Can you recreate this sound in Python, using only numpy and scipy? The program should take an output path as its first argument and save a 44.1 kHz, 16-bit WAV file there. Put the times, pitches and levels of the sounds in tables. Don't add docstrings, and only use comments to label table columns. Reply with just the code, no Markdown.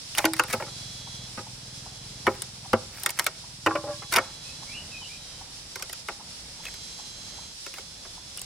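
import sys
import numpy as np
from scipy import signal
from scipy.fft import rfft, irfft, next_fast_len
from scipy.io import wavfile

SR = 44100
rng = np.random.default_rng(int(sys.argv[2]) if len(sys.argv) > 2 else 0)


def log_audio(samples):
    frames = np.atleast_2d(samples).T
    limited = np.clip(frames, -1, 1)
    pcm = np.round(limited * 32767).astype(np.int16)
    wavfile.write(sys.argv[1], SR, pcm)


N = 372644
TIME = np.arange(N) / SR


def undb(db):
    return 10 ** (np.asarray(db) / 20)


def unit(x):
    return x / np.sqrt(np.mean(x ** 2) + 1e-20)


def burst(x, db):
    energy = np.mean(np.sum(np.atleast_2d(x) ** 2, axis=1))
    return x * undb(db) * np.sqrt(.01 * SR / (energy + 1e-20))


def automation(rows):
    times, *columns = np.transpose(rows)
    return [np.interp(TIME, times, column) for column in columns]


def at_hz(points, hz):
    freqs, values = np.transpose(points)
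    return np.interp(np.log(np.maximum(hz, 1)), np.log(freqs), values)


def eq(x, points):
    size = next_fast_len(x.shape[-1])
    gain = undb(at_hz(points, np.fft.rfftfreq(size, 1 / SR)))
    return irfft(rfft(x, size) * gain, size)[..., :x.shape[-1]]


def band(x, lo_hz, hi_hz, order=3):
    sos = signal.butter(order, [lo_hz, min(hi_hz, SR / 2 - 1)], "band", fs=SR, output="sos")
    return signal.sosfilt(sos, x)


def decay(t, t60):
    return np.exp(-np.log(1000) * t / t60)


def drift(rate_hz):
    knots = rng.standard_normal(int(N / SR * rate_hz) + 2)
    return np.interp(TIME * rate_hz, np.arange(len(knots)), knots)


def stereo_noise(size, side_db):
    mid, side = rng.standard_normal((2, size))
    return unit(mid + undb(side_db) * np.array([side, -side]))


def add(out, start_s, x):
    i = max(int(start_s * SR), 0)
    out[:, i:i + x.shape[-1]] += x[..., :N - i]


def tear(length_s, slip_db=-3, count=7):
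    push = np.zeros(int(max(length_s, 0) * SR) + 2)
    where, size = rng.random(count), rng.standard_normal(count)
    push[(where * (len(push) - 1)).astype(int)] = undb(slip_db) * size
    push[0] = 1
    return push


def grove(x, t60=0.41, echo_db=-21):
    t = np.arange(SR // 2) / SR
    scatter = stereo_noise(len(t), -6) * decay(t, t60) * (1 - decay(t, 0.15))
    tail = band(scatter, 160, 1800, order=1)
    tail *= undb(echo_db) / np.sqrt(np.sum(tail[0] ** 2) * SR / 5000)
    return x + signal.fftconvolve(x[None, 0], tail, axes=1)[:, :N]


# freq_hz, gain_db
AIR_EQ = [(15, -34), (25, -3), (54, 0), (110, -3.5), (172, -5), (393, -16), (477, -13.5), (883, -15.5),
          (1070, -19), (2500, -19.5), (3250, -23), (5500, -120)]


def open_air(swell_db=2.0):
    rumble = unit(eq(stereo_noise(N, -31), AIR_EQ)) * undb(-51 + swell_db * drift(3.933))
    wash = unit(band(stereo_noise(N, 9.6), 270, 1400, order=1)) * undb(-60.5)
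    return band(rumble, 29, 6600, order=2) + wash


# freq_hz, gain_db
HISS_EQ = [(1500, -15), (2600, -8.5), (3500, -3.5), (4500, -1.5), (5400, 1.5), (6500, -7.5), (7500, -5.5),
           (8700, -9), (10500, -9), (11800, -23), (15000, -27.5), (16500, -32)]
# time_s, level_db
HISS_RIDE = [(0, -42.5), (1.5, -43.5), (2.6, -45), (3.5, -44.5), (4.5, -43.5), (5.6, -45), (6.3, -43.5),
             (7.4, -43.5), (8.45, -44.5)]
# freq_hz, left_minus_right_db
HISS_PAN = [(1300, -7), (2400, 0.5), (4400, -3), (8000, -2), (11000, -1.5), (15000, 1)]


def insect_hiss(trim_db=1, flicker_db=1.26):
    hiss = unit(eq(stereo_noise(N, 0.82), HISS_EQ))
    hiss *= undb(automation(HISS_RIDE)[0] + trim_db + flicker_db * drift(25))
    return np.array([eq(ear, [(hz, sign * db / 2) for hz, db in HISS_PAN])
                     for ear, sign in zip(hiss, (1, -1))])


# time_s, firing_rate_hz, level_db
ENGINE_RIDE = [(0, 21.6, -56), (.35, 23, -48), (.8, 21.4, -47), (1.4, 20.3, -48.5), (2.1, 21.2, -49.5),
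               (2.7, 21, -50), (3.3, 21, -55.5), (3.9, 19.4, -47), (4.5, 18, -57.5), (5.8, 21, -61.5),
               (8.45, 18.6, -79)]
# centre_hz, width_hz, gain_db
EXHAUST_MODES = [(44, 9.1, -11), (90, 25, -7), (121.2, 24, 6), (172, 65, -13.5)]


def engine(scatter_db=0.5):
    rate_hz, level_db = automation(ENGINE_RIDE)
    firings = np.diff(np.floor(np.cumsum(rate_hz) / SR), prepend=0)
    firings *= undb(scatter_db * drift(26))
    pipe = sum(undb(db) * signal.lfilter(*signal.iirpeak(hz, hz / width_hz, fs=SR), firings)
               for hz, width_hz, db in EXHAUST_MODES)
    return unit(band(pipe, 45, 230, order=2)) * undb(level_db)


# click_rate_multiple, gain_db
CICADA_PARTIALS = [(18, 0), (19, 3), (20, -14), (21, -14), (22, -1), (23, 2), (24, -5), (26, -6), (27, -9),
                   (29, -5), (30, -9), (33, -5), (35, -3), (36, -3), (37, -6), (42, -5), (44, -11),
                   (54, -14)]
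# start_s, length_s, click_rate_hz, level_db, focus_hz
CICADA_PHRASES = [(.62, .72, 178.2, -46.5, 4100), (1.55, .75, 178.1, -52.5, 5200),
                  (3.9, .98, 177.65, -49.5, 4800), (4.85, .62, 170, -52, 4800),
                  (6.5, 1.1, 178.2, -47.5, 6200), (7.6, .8, 181.6, -53, 5600)]


def cicadas(swell_db=2, fall_db_per_octave=4, right_db=5):
    out, waver = np.zeros((2, N)), .0003 * drift(6)
    swells = [undb(swell_db * drift(1.74)) for _ in CICADA_PARTIALS]
    for start_s, length_s, click_hz, level_db, focus_hz in CICADA_PHRASES:
        span = slice(int(start_s * SR), int((start_s + length_s) * SR))
        phase = 2 * np.pi * np.cumsum(click_hz * (1 + waver[span])) / SR
        phrase = 0
        for (k, db), swell in zip(CICADA_PARTIALS, swells):
            ear_phase = rng.uniform(0, 2 * np.pi) + np.outer([1, -1], .5 * rng.standard_normal())
            gain = undb(db - fall_db_per_octave * abs(np.log2(k * click_hz / focus_hz)))
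            phrase = phrase + gain * swell[span] * np.sin(k * phase + ear_phase)
        ear_gain = undb(level_db + np.array([[-right_db], [right_db]]) / 2)
        add(out, start_s, unit(phrase) * signal.windows.tukey(len(phase), .3) * ear_gain)
    return out


def hooting_bird(first_s=.291, every_s=.3944, length_s=0.03, pitch_hz=885, width_hz=240):
    out, swell = np.zeros((2, N)), np.hanning(int(length_s * SR))
    throat = band(rng.standard_normal(N), pitch_hz - width_hz / 2, pitch_hz + width_hz / 2, order=2)
    for peak_s in np.arange(first_s, N / SR - length_s, every_s):
        hoot = throat[int(peak_s * SR):][:len(swell)] * swell
        add(out, peak_s - length_s / 2, burst(hoot, db=-45.5 + 1.5 * rng.standard_normal()))
    return grove(out, echo_db=-8)


# start_s, length_s, start_hz, middle_hz, end_hz, dry_level_db
SONG_NOTES = [(4.444, 0.067, 2540, 2525, 2630, -54.5), (4.661, 0.089, 2160, 2330, 2550, -52),
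              (4.713, 0.098, 2372, 2830, 2880, -44.5), (4.909, 0.088, 2740, 2486, 2550, -45.5),
              (4.999, 0.071, 3260, 2930, 2780, -47), (5.081, 0.071, 2190, 2425, 2570, -50.5)]


def songbird(warble=0.023):
    out, waver = np.zeros((2, N)), drift(400)
    for start_s, length_s, *pitches_hz, level_db in SONG_NOTES:
        progress = np.linspace(0, 1, int(length_s * SR))
        glide_hz = np.polyval(np.polyfit([0, .5, 1], pitches_hz, 2), progress)
        glide_hz *= 1 + warble * waver[int(start_s * SR):][:len(progress)]
        whistle = np.sin(2 * np.pi * np.cumsum(glide_hz) / SR) * np.sin(np.pi * progress)
        add(out, start_s, unit(whistle) * undb(level_db))
    return grove(out, t60=0.18, echo_db=5.0)


# start_s, length_s, level_db
RUB_CUES = [(0.13, 0.15, -40.5), (0.47, 0.097, -37.5), (0.557, 0.1, -49), (2.283, .09, -50),
            (2.91, 0.16, -47.5), (3.153, 0.11, -44), (4.107, 0.078, -33), (6.618, 0.086, -49),
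            (7.729, 0.087, -51), (8.355, 0.046, -68)]
# freq_hz, gain_db
RUB_EQ = [(300, -3.5), (1000, -2), (2200, 4), (4000, -14), (9500, -7), (16000, -13)]


def rubs(grain_db=4):
    out = np.zeros((2, N))
    slips = unit(eq(stereo_noise(N, -27) * undb(grain_db * drift(400)), RUB_EQ))
    for start_s, length_s, level_db in RUB_CUES:
        i, size = int(start_s * SR), int(length_s * SR)
        add(out, start_s, slips[:, i:i + size] * signal.windows.tukey(size)[:N - i] * undb(level_db))
    return out


# start_s, pitch_hz, level_db
SPLINTER_CUES = [(.15, 2950, -33.5), (6.654, 3220, -40), (6.666, 2610, -35.5), (6.683, 2470, -45),
                 (7.739, 2800, -41.5), (8.383, 3160, -40)]


def splinters(t60=0.04, spread=0.091):
    out, t = np.zeros((2, N)), np.arange(SR // 20) / SR
    for start_s, pitch_hz, level_db in SPLINTER_CUES:
        modes_hz = pitch_hz * (1 + spread * rng.uniform(-1.13, 1, 4))
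        twang = np.sin(2 * np.pi * np.outer(modes_hz, t)).sum(axis=0) * decay(t, t60)
        add(out, start_s, burst(np.convolve(twang, tear(0.0026)), level_db))
    return out


# pitch_hz, gain_db, t60_s
HOLLOW_MODES = [(322, 0, .29), (583, -1, .15), (817, -2, .14), (1044, -5, .15), (1138, -3, .17),
                (1395, -12, .12), (1626, -8, .1), (1890, -17, .08), (2205, -12, .06)]
# start_s, level_db (before trim), focus_hz, contact_s
CHIP_CUES = [(.19, -30, 820, 0.0023), (.246, -18.5, 322, .002), (3.663, -23, 324, .002),
             (3.669, -22.5, 915, 0.0027), (3.709, -25, 1140, 0.0018), (3.753, -24.5, 544, 0.0022),
             (3.756, -30.5, 1170, .002), (3.84, -30.5, 596, .03), (3.872, -27, 575, .035),
             (3.877, -36, 1290, .06), (4.021, -43, 1037, .001)]


def chips(fall_db_per_octave=18, trim_db=1, slips_per_s=700):
    out, t = np.zeros((2, N)), np.arange(SR // 2) / SR
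    for start_s, level_db, focus_hz, contact_s in CHIP_CUES:
        push = tear(contact_s, slip_db=-9, count=int(contact_s * slips_per_s))
        ring = 0
        for hz, db, t60 in HOLLOW_MODES:
            mode = signal.fftconvolve(np.sin(2 * np.pi * hz * t) * decay(t, t60), push)
            ring = ring + burst(mode, db - fall_db_per_octave * abs(np.log2(hz / focus_hz)))
        add(out, start_s, burst(band(ring, 230, 6000), level_db + trim_db))
    return out


# pitch_hz, gain_db, t60_s
STEM_MODES = [(72, -13, .12), (102, 4.5, 0.22), (194, -4, 0.057), (227.4, 4, 0.097), (519, -1, 0.073),
              (648, -13.5, 0.1)]
# start_s, level_db, tilt_db_per_octave
THUMP_CUES = [(0.242, -34, 5), (.538, -27, 8.5), (1.376, -34, 3.5), (2.272, -22.5, 10), (2.734, -15, 9.5),
              (3.662, -34.5, 0), (4.17, -28, 10)]


def thumps(attack_s=0.003):
    out, t = np.zeros((2, N)), np.arange(SR // 3) / SR
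    for start_s, level_db, tilt in THUMP_CUES:
        sway = sum(undb(db + tilt * np.log2(hz)) * np.sin(2 * np.pi * hz * t) * decay(t, t60)
                   for hz, db, t60 in STEM_MODES)
        add(out, start_s, burst(sway * (1 - np.exp(-t / attack_s)), level_db))
    return out


# low_hz, high_hz
HIT_BANDS = [(310, 600), (600, 1400), (1400, 2800), (2800, 7500), (7500, 14800)]
# start_s, level_db, tilt_db_per_octave, length_s (before stretch)
KNOCK_CUES = [(.243, -24, -2, .0017), (.3948, -15.5, 3, 0.00098), (.436, -35, 2.5, 0.0022),
              (.534, -27.5, -2, 0.0046), (.6, -41, -7, 0.0032), (.622, -35.5, -1, .003),
              (.665, -49, -5, 0.016), (1.374, -37, -2, 0.014), (2.2675, -19.5, 0, .0017),
              (2.275, -27.5, -6.5, 0.0037), (2.7315, -23, 2.5, 0.0011), (2.7345, -23.5, -3.5, 0.00059),
              (3.662, -20.5, 1.5, .0016), (3.669, -22.5, -1.5, .002), (3.711, -38, -4, .0005),
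              (3.754, -29, -1.5, .0016), (4.021, -42.5, 1, 0.012), (4.153, -25, 1.5, 0.0025),
              (4.1765, -24, -1.5, 0.0036), (4.184, -19.5, 1.5, 0.00093), (6.084, -30, 1, .0018),
              (8.05, -49, -2, 0.0044)]
# start_s, level_db, tilt_db_per_octave, length_s (before stretch)
CRACK_CUES = [(.175, -29, -0.5, 0.0091), (.182, -24, 1, 0.00047), (.1872, -26, -1, 0.00049),
              (.2522, -20.5, -1, 0.0019), (.3345, -32, 2, 0.0015), (.365, -37, 1.5, .019),
              (.499, -35.5, -1, 0.011), (.527, -28.5, 0.5, 0.0096), (3.0608, -23, 0, 0.0011),
              (3.091, -33.5, 0.5, .0023), (3.189, -30, 0, .001), (3.1945, -23.5, 0.5, 0.00098),
              (3.265, -23, -.5, 0.0014), (4.124, -26.5, -1, .0056), (4.137, -23.5, -1, 0.0032),
              (4.161, -18.5, -1, 0.0058)]
# start_s, level_db
SNAP_CUES = [(.15, -39.5), (.436, -37.5), (2.42, -30.5), (2.998, -45), (3.034, -32), (3.1045, -32.5),
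             (3.243, -37.5), (8.3737, -37), (8.394, -41), (8.416, -36.5)]
# start_s, level_db, tilt_db_per_octave
PICK_CUES = [(5.757, -35.5, -0.5), (5.794, -45, -1.5), (5.8235, -34.5, 1), (5.895, -41, 0),
             (5.928, -39.5, 3), (6.653, -43.5, 1.5), (6.74, -46, 1.5), (7.663, -39, -2), (7.739, -46, 0.5),
             (7.783, -41, -1.5)]
KNOCK_EQ = (-6.5, 0.5, -1, -14.5, -21.5)
CRACK_EQ = (-17, -4.5, 0, -1.5, -2.5)
SNAP_EQ = (-21, -16.5, -14.5, -5.5, 0.5)
PICK_EQ = (-9.5, -7.5, -1.5, -0.5, -4.5)


def hits(stretch=1.5):
    octaves = np.log2(np.prod(HIT_BANDS, axis=1)) / 2
    octaves -= np.median(octaves)
    snaps = [(start_s, db, 0, .0006) for start_s, db in SNAP_CUES]
    picks = [(start_s, db, tilt, .0022) for start_s, db, tilt in PICK_CUES]
    kinds = (KNOCK_CUES, KNOCK_EQ), (CRACK_CUES, CRACK_EQ), (snaps, SNAP_EQ), (picks, PICK_EQ)
    return [(start_s, db + np.array(tone_db) + tilt * octaves, length_s * stretch)
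            for cues, tone_db in kinds for start_s, db, tilt, length_s in cues]


# pitch_hz, gain_db, t60_s
WALL_MODES = [(379.4, -3.5, 0.11), (521.6, -5, 0.17), (654, -8, 0.19), (826, -4, 0.21), (939, -0.5, 0.12),
              (1013, 1, 0.066), (1230, -10, 0.03), (1306, 18.5, 0.018), (1406, 3, 0.071), (1526, 6, 0.031),
              (1866, 0, 0.064), (2113, 2, 0.041), (2204, 1.5, 0.058), (3210, -7, 0.02), (3740, 0, 0.024),
              (4725, 3.5, 0.015), (5550, 2.5, 0.014), (8020, -14, 0.019), (9030, 4.5, 0.0056),
              (9720, -3, 0.014), (11100, -0.5, 0.0052)]
# freq_hz, t60_s
WALL_DAMPING = [(300, 0.1), (900, 0.09), (2000, 0.04), (4700, 0.037), (11000, 0.022)]


def bamboo_wall(detune=0.017, place_db=3):
    out, t = np.zeros((2, N)), np.arange(SR // 6) / SR
    hz, db, t60 = np.transpose(WALL_MODES)
    sides_db = (-17, -11.5, -4.5, -3, -1.0)
    for start_s, levels_db, tear_s in hits():
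        pitch_jitter, gain_jitter = rng.standard_normal((len(hz), 2)).T
        rings = np.sin(2 * np.pi * np.outer(hz * (1 + detune * pitch_jitter), t)) * decay(t, t60[:, None])
        rings *= (undb(db + place_db * gain_jitter) * rng.choice([-1, 1], len(hz)))[:, None]
        push = tear(tear_s)
        for (lo, hi), level_db, side_db in zip(HIT_BANDS, levels_db, sides_db):
            envelope = decay(t, at_hz(WALL_DAMPING, np.sqrt(lo * hi)))
            dense = band(stereo_noise(len(t), side_db) * envelope, lo, hi, order=4)
            modes = band(rings[(hz > lo) & (hz < hi)].sum(axis=0), lo, hi)
            click = band(1. * (t == 0), lo, hi)
            wall = burst(dense, db=0) + burst(modes, db=-1) + burst(click, db=-9)
            add(out, start_s, burst(signal.fftconvolve(wall, push[None], axes=1), level_db))
    return out


def scene():
    bamboo = grove(bamboo_wall() + thumps() + chips() + splinters() + rubs())
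    return bamboo + engine() + cicadas() + songbird() + hooting_bird() + open_air() + insect_hiss()


def record(dry):
    return signal.sosfilt(signal.ellip(8, .2, 70, 15850, fs=SR, output="sos"), dry)


dry = scene()
out = record(dry)
log_audio(out)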